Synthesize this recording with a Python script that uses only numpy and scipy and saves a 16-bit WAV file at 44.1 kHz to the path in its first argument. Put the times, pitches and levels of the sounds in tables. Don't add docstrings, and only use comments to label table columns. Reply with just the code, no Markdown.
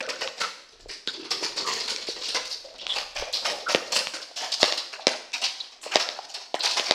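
import sys
import numpy as np
from scipy import signal
from scipy.fft import rfft, irfft, next_fast_len
from scipy.io import wavfile
from scipy.ndimage import uniform_filter1d

SR = 44100
rng = np.random.default_rng(int(sys.argv[2]) if len(sys.argv) > 2 else 0)


def digitize_waveform(pressure):
    field = np.atleast_2d(pressure).T
    bounded = np.clip(field, -1, 1)
    quanta = np.round(bounded * 32767).astype(np.int16)
    wavfile.write(sys.argv[1], SR, quanta)


N = 306054
TIME = np.arange(N) / SR


def undb(db):
    return 10 ** (np.asarray(db) / 20)

def unit(x):
    return x / np.sqrt(np.mean(x ** 2))

def shaped(x, envelope):
    return unit(x * envelope) * np.sqrt(np.mean(envelope ** 2))

def add(track, start, sound):
    i = int(np.clip(start * SR, 0, N - 1))
    track[i:i + len(sound)] += sound[:N - i]

def bins(x):
    return np.maximum(np.fft.rfftfreq(len(x), 1 / SR), 1)

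def colour(x, points, extra_db=0, skirt_db_per_oct=24):
    octave, (hz, db) = np.log2(bins(x)), np.transpose(points)
    beyond = abs(octave - np.clip(octave, np.log2(hz[0]), np.log2(hz[-1])))
    gain_db = np.interp(octave, np.log2(hz), db) - skirt_db_per_oct * beyond + extra_db
    return unit(irfft(rfft(x) * undb(gain_db), len(x)))

def wander(x, step):
    knots = np.arange(x[0], x[-1] + step, step)
    return np.interp(x, knots, rng.standard_normal(size=len(knots)))

def swell(t, length):
    return 2.33 * t / length * np.exp(-(t / length) ** 2)

def droplets(size, per_s, spread_db):
    lands = rng.random(size) < per_s / SR
    return lands * rng.choice([-1, 1], size) * undb(spread_db * np.minimum(rng.exponential(size=size), 4))

# f/Hz, relative level/dB
RAIN_SPECTRUM = [(250, 1.5), (1300, -4.5), (4500, -4), (15000, -44)]
def distant_rain(level_db=-63, drift_db=2):
    hiss = colour(droplets(N, 2700, 1.7), RAIN_SPECTRUM)
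    return hiss * undb(level_db + drift_db * wander(TIME, .1))

# t/s, level/dB
HAND_LEVELS = [(.7, -76), (.87, -47), (1, -72), (3.13, -63), (3.21, -37.5), (3.28, -63), (4.4, -78.5)]
def handling():
    rumble = colour(rng.standard_normal(N), [(22, 19), (130, -4)])
    return rumble * undb(np.interp(TIME, *np.transpose(HAND_LEVELS)))

def shed(x, standpoints=20, t60=.66, build_s=.0025):
    out, t = np.zeros(N), TIME[:SR]
    for piece in np.array_split(np.arange(N), standpoints):
        tail = rng.standard_normal(SR) * np.exp(-np.log(1000) * t / t60) * (1 - np.exp(-t / build_s))
        tail /= np.sqrt(np.sum(tail ** 2))
        crossfade = np.cos(np.pi / 2 * np.clip((np.arange(N) - piece.mean()) / len(piece), -1, 1))
        first, last = max(piece[0] - len(piece), 0), piece[-1] + len(piece)
        add(out, first / SR, signal.fftconvolve((x * crossfade)[first:last], tail))
    return out

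def ring(modes, pitch=1, contact_s=.0001, detune=.03, hold=1):
    t = TIME[:2 ** 11]
    y = np.zeros(len(t))
    for hz, db, t60 in modes:
        mode_hz = hz * pitch * (1 + detune * rng.standard_normal())
        y += undb(db) * np.sin(2 * np.pi * mode_hz * t) * np.exp(-np.log(1000) * t / (hold * t60))
    soft_contact = signal.butter(2, [110, 8000], "band", fs=SR, output="sos")
    y = signal.sosfilt(soft_contact, y * (1 - np.exp(-(t / contact_s) ** 2)))
    return y / abs(y).max()

# f/Hz, relative level/dB, T60/s
HIGH_MODES = [(2110, -5, 0.0071), (3960, 3.5, 0.0044), (4630, 6.5, 0.0034), (6830, -8, 0.0042)]
def tick(**settings):
    return ring(HIGH_MODES, **settings)

# frequency ratio, relative level/dB, T60/s
LOW_MODES = [(.6, -8.5, 0.0031), (.94, 1.5, 0.0097)]
def knock(hz, depth_oct):
    band = signal.butter(2, [hz / 2 ** depth_oct, hz * 1.4], "band", fs=SR, output="sos")
    return -signal.sosfilt(band, ring(LOW_MODES, hz, contact_s=.00031))

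def patter(water, count=210, over_db=1, spread_db=3, thud_share=.095):
    out = np.zeros(N)
    flow = np.sqrt(uniform_filter1d(water ** 2, SR // 20).clip(0))
    for when, luck in rng.random((count, 2)):
        i = int(when * N)
        size = flow[i] * undb(over_db + spread_db * min(-np.log(1 - luck), 3))
        drop = tick(detune=.15) + thud_share * ring(LOW_MODES, hollow_at(i / SR), detune=.1)
        add(out, i / SR, size * drop)
    return out

def bubble(hz, t60, rise_per_s=3.35):
    t = TIME[:2 ** 12]
    phase = 2 * np.pi * hz * t * (1 + rise_per_s * t / 2)
    return np.sin(phase) * (1 - np.exp(-t * hz)) * np.exp(-np.log(1000) * t / t60)

# t/s, f/Hz, level/dB
PUDDLE_DROPS = [(0.858, 530, -26), (1.425, 490, -16), (2.086, 486, -14.5), (3.223, 600, -13.5),
                (3.457, 1250, -13), (4.312, 724.3, -31), (4.994, 855, -22.5), (5.863, 634, -18.5),
                (6.189, 834, -17)]
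def plops(bubble_db=-6):
    out = np.zeros(N)
    for start, hz, db in PUDDLE_DROPS:
        add(out, start, undb(db) * knock(hz, depth_oct=.57))
        add(out, start, undb(db + bubble_db) * bubble(hz, t60=.04))
    return out

# t/s, tick level/dB, tick pitch ratio, thud level/dB, thud f/Hz
CLOSE_DROPS = [(0.276, -12.5, 0.69, -37, 560), (1.0749, -9, 0.91, -24.5, 467), (1.962, -12, 1.13, -55, 500),
               (2.8675, -11, 0.71, -47, 590), (3.7478, 3.5, 0.65, -5.5, 530), (4.071, -9.5, 0.63, -28, 603),
               (4.63, 7.5, 1, -3.5, 675), (4.7239, -6.5, 0.98, -19, 740), (5.0692, 2, 1.06, -5, 585),
               (5.957, 2.5, 1.02, -3.5, 704), (6.0893, -9.5, 0.97, -24.5, 705),
               (6.5427, -14.5, 0.82, -10, 710), (6.7969, -7, 0.75, -19.5, 570), (6.91, 5.5, 0.97, -7, 690)]
def taps(echo_s=.0113, echo_db=-12):
    out = np.zeros(N)
    for start, tick_db, pitch, thud_db, thud_hz in CLOSE_DROPS:
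        tap = undb(tick_db) * tick(pitch=pitch, contact_s=.0002 * pitch, hold=pitch ** 2)
        tap += undb(thud_db) * knock(thud_hz, depth_oct=1.47)
        add(out, start, tap)
        add(out, start + echo_s, undb(echo_db) * tap)
    return out

# f/Hz, relative level/dB
MIST_SPECTRUM = [(7500, 15.5), (12000, -8), (15000, -17)]
def sizzle(t):
    return colour(droplets(len(t), 3500, 2.7), MIST_SPECTRUM)

# t/s, length/s, level/dB
MIST_PUFFS = [(3.944, 0.025, -30.5), (5.81, 0.037, -43.5)]
def mists():
    out, t = np.zeros(N), TIME[:2 ** 13]
    for start, length, db in MIST_PUFFS:
        add(out, start, undb(db) * swell(t, length) * sizzle(t))
    return out

# t/s, length/s, initial f/Hz, level/dB
CAVITIES = [(0.226, .045, 582, -35.5), (0.4, 0.049, 1408, -29), (1.072, 0.02, 1596, -35.5),
            (1.076, 0.015, 3780, -29.5), (1.163, 0.048, 352, -41), (1.64, 0.05, 1165, -30.5),
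            (2.343, 0.033, 1030, -34.5), (2.889, 0.031, 3530, -24.5), (3.262, 0.03, 621, -38),
            (3.48, 0.051, 597, -37.5), (3.659, 0.027, 1400, -26.5), (3.69, 0.025, 576, -34.5),
            (3.957, 0.026, 584, -38), (4.415, 0.046, 745.4, -37), (5.1, .06, 696, -39),
            (5.33, 0.022, 2620, -29), (5.416, 0.049, 2890, -31), (5.601, 0.011, 3990, -27.5)]
def glugs(bandwidth_share=.3, roughness=1.54, glide_oct_per_s=-2):
    out, t = np.zeros(N), TIME[:2 ** 14]
    for start, length, hz, db in CAVITIES:
        step = 1 / (bandwidth_share * hz)
        wobble = 1 + roughness * (wander(t, step) + 1j * wander(t, step))
        phase = 2 * np.pi * np.cumsum(hz * 2 ** (glide_oct_per_s * t)) / SR
        note = (wobble * np.exp(1j * phase)).real
        add(out, start, undb(db) * shaped(note, swell(t, length)))
    return out

def gurgle(hz, count=6, scatter=.1778, within_s=.079, t60=.073):
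    out = np.zeros(2 ** 13)
    for _ in range(count):
        note = rng.random() * bubble(hz * np.exp(scatter * rng.standard_normal()), t60)
        i = int(within_s * rng.random() * SR)
        out[i:i + len(note)] += note
    return out

# t/s, f/Hz
HOLLOW_PITCH = [(.3, 521), (1.2, 395), (2.2, 473), (2.8, 608), (4, 566), (4.4, 730), (5.1, 652), (6, 710)]
def hollow_at(start):
    return np.interp(start, *np.transpose(HOLLOW_PITCH))

def spatter(t, points, per_s, spread_db, extra_db=0, shreds=3, ragged_db=4.5, ragged_s=.00786):
    out, octave = np.zeros(len(t)), np.log2(bins(t))
    for _ in range(shreds):
        impacts = droplets(len(t), per_s / shreds, spread_db)
        resonances_db = 5 * wander(octave, step=.17)
        out += colour(impacts, points, extra_db + resonances_db) * undb(ragged_db * wander(t, ragged_s))
    return out

# start t/s, end t/s, spray level/dB, burble level/dB
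STREAM_SPELLS = [(0.018, .3, -42.5, -44.5), (0.558, .85, -56, -59), (1.129, 1.75, -39, -42),
                 (1.782, 2.55, -34.5, -47.5), (2.622, 2.86, -48.5, -42), (3.239, 3.9, -42, -40.5),
                 (4.202, 4.35, -52, -57), (4.99, 5.06, -38.5, -42), (5.466, 5.76, -45.5, -52),
                 (6.041, 6.45, -42, -45), (6.598, 6.94, -31.5, -42)]
def trickle(every_s=.06, length_s=.034, scatter_db=3, splat_db=-10):
    rows = []
    for first, last, spray_db, burble_db in STREAM_SPELLS:
        for start in np.arange(first, last, every_s):
            late, low, middle, high, fine = rng.standard_normal(5)
            levels = (burble_db + scatter_db * low, spray_db + splat_db + scatter_db * middle,
                      spray_db + scatter_db * high)
            tilt_db_per_oct = -1 + 5 * fine
            rows.append((start + every_s * late / 4, length_s, *levels, tilt_db_per_oct))
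    return rows

def lump(start, length, spray_db, body_db):
    splat_db = spray_db + body_db
    slosh_db = splat_db - 5
    tilt_db_per_oct = 7 + .4 * body_db
    return start, length, slosh_db, splat_db, spray_db, tilt_db_per_oct

def bursts(heavy_db=-12, length_s=.016, over_thud_db=-27.5):
    return [lump(start, length_s, thud_db + over_thud_db, body_db=5.5)
            for start, _, _, thud_db, _ in CLOSE_DROPS if thud_db > heavy_db]

# t/s, length/s, spray level/dB, body/dB (splat over spray)
ROOF_GULPS = [(.005, 0.0064, -36, 11.5), (.088, 0.016, -28, -1), (.208, 0.028, -31, 2),
              (.367, 0.063, -39.5, -1.5), (.402, 0.042, -29, -1), (.884, 0.049, -36, -5),
              (1.07, 0.039, -36, -9), (1.305, 0.029, -23.5, -9), (1.426, 0.032, -26, -6),
              (1.565, 0.043, -26.5, -9), (1.66, 0.079, -28.5, -3.5), (1.801, 0.016, -27, -11.5),
              (1.874, 0.043, -28.5, -7.5), (2.091, 0.029, -33.5, -11.5), (2.232, 0.055, -32, -19),
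              (2.284, 0.02, -28, -11.5), (2.344, 0.023, -24, -2.5), (2.782, 0.062, -38, -61),
              (2.878, 0.075, -38, -2.5), (2.953, 0.042, -29, -0.5), (3.15, 0.073, -35.5, 3),
              (3.328, 0.05, -25, -18), (3.445, 0.048, -27.5, -0.5), (3.684, 0.036, -26.5, -1.5),
              (3.919, 0.029, -23.5, -8), (3.953, 0.036, -23, -2), (4.135, 0.027, -33, -1.5),
              (4.215, .02, -35, -10.5), (4.359, 0.044, -31, -7), (4.405, 0.062, -34.5, 0.5),
              (4.518, 0.024, -22.5, -16.5), (4.595, 0.092, -26, -5.5), (4.773, 0.023, -25.5, -11.5),
              (4.927, 0.02, -38, 2.5), (5.07, 0.063, -33.5, -2), (5.333, 0.036, -29.5, -6),
              (5.415, 0.038, -28.5, -5), (5.438, 0.022, -22.5, -28), (5.825, 0.065, -41, 0),
              (5.911, 0.056, -35, 6), (5.996, 0.022, -23.5, -6), (6.34, 0.029, -32, -9),
              (6.629, 0.043, -22.5, -5.5), (6.766, 0.032, -26.5, 0), (6.862, 0.049, -50.5, 15)]
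def gulps():
    return [lump(*row) for row in ROOF_GULPS]

# ratio to the hollow's resonance, relative level/dB
SLOSH_SPECTRUM = [(.2, -22), (.55, -3.5), (.8, -3.5), (1.4, -1.5), (2.3, -12.5)]
# f/Hz, relative level/dB
SPLAT_SPECTRUM = [(600, -9.5), (950, 0.5), (1400, -6), (1750, -1.5), (2800, 1.5)]
SPRAY_SPECTRUM = [(2800, -7), (4400, 5.5), (5200, 2.5), (6200, -7.5), (8200, -20), (13500, -38.5)]
def splashes(landings, hollow_db=11, hollow_oct=.22, attack_share=.079, crack_db=-14, crack_s=.0065):
    out = np.zeros(N)
    for start, length, slosh_db, splat_db, spray_db, tilt_db_per_oct in landings:
        t = TIME[:next_fast_len(int(4 * max(length, .02) * SR))]
        hz, hollow_hz = bins(t), hollow_at(start)
        envelope = (1 - np.exp(-t / (attack_share * length))) ** 2 * np.exp(-(t / length) ** 2 / 2)
        resonance_db = hollow_db * np.exp(-(np.log2(hz / hollow_hz) / hollow_oct) ** 2)
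        tilt_db = tilt_db_per_oct * np.clip(np.log2(hz / 4500), -.5, .8)
        slosh = spatter(t, np.array(SLOSH_SPECTRUM) * [hollow_hz, 1], 900, 2.5, resonance_db, shreds=1)
        splat = spatter(t, SPLAT_SPECTRUM, 2500, 4.3)
        spray = spatter(t, SPRAY_SPECTRUM, 5000, 2.4, tilt_db)
        for band, db in (slosh, slosh_db - 3), (splat, splat_db), (spray, spray_db):
            add(out, start, undb(db) * shaped(band, envelope))
        add(out, start, undb(spray_db + crack_db) * np.exp(-t / crack_s) * sizzle(t))
        add(out, start, undb(slosh_db + 3) * gurgle(hollow_hz))
        add(out, start, undb(splat_db + 1) * gurgle(1400, count=8, t60=.024))
        add(out, start, undb(spray_db + 1) * gurgle(4390, t60=.0066))
    return out

def scene(shed_db=-5.3, tap_send_db=-10, bubble_send_db=-7):
    water = splashes(gulps() + bursts() + trickle()) + mists()
    bubbles = glugs() + plops()
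    close = taps()
    water += undb(shed_db) * shed(water + undb(bubble_send_db) * bubbles + undb(tap_send_db) * close)
    return (water + patter(water) + bubbles + close + distant_rain() + handling())[None]

def record(dry, ceiling=.82, distortion_hz=9000, top_hz=16100):
    excess = dry - dry / (1 + (dry / ceiling) ** 6) ** (1 / 6)
    clipped = dry - signal.sosfiltfilt(signal.butter(4, distortion_hz, fs=SR, output="sos"), excess)
    return signal.sosfilt(signal.ellip(8, .2, 70, top_hz, fs=SR, output="sos"), clipped)


dry = scene()
out = record(dry)
digitize_waveform(out)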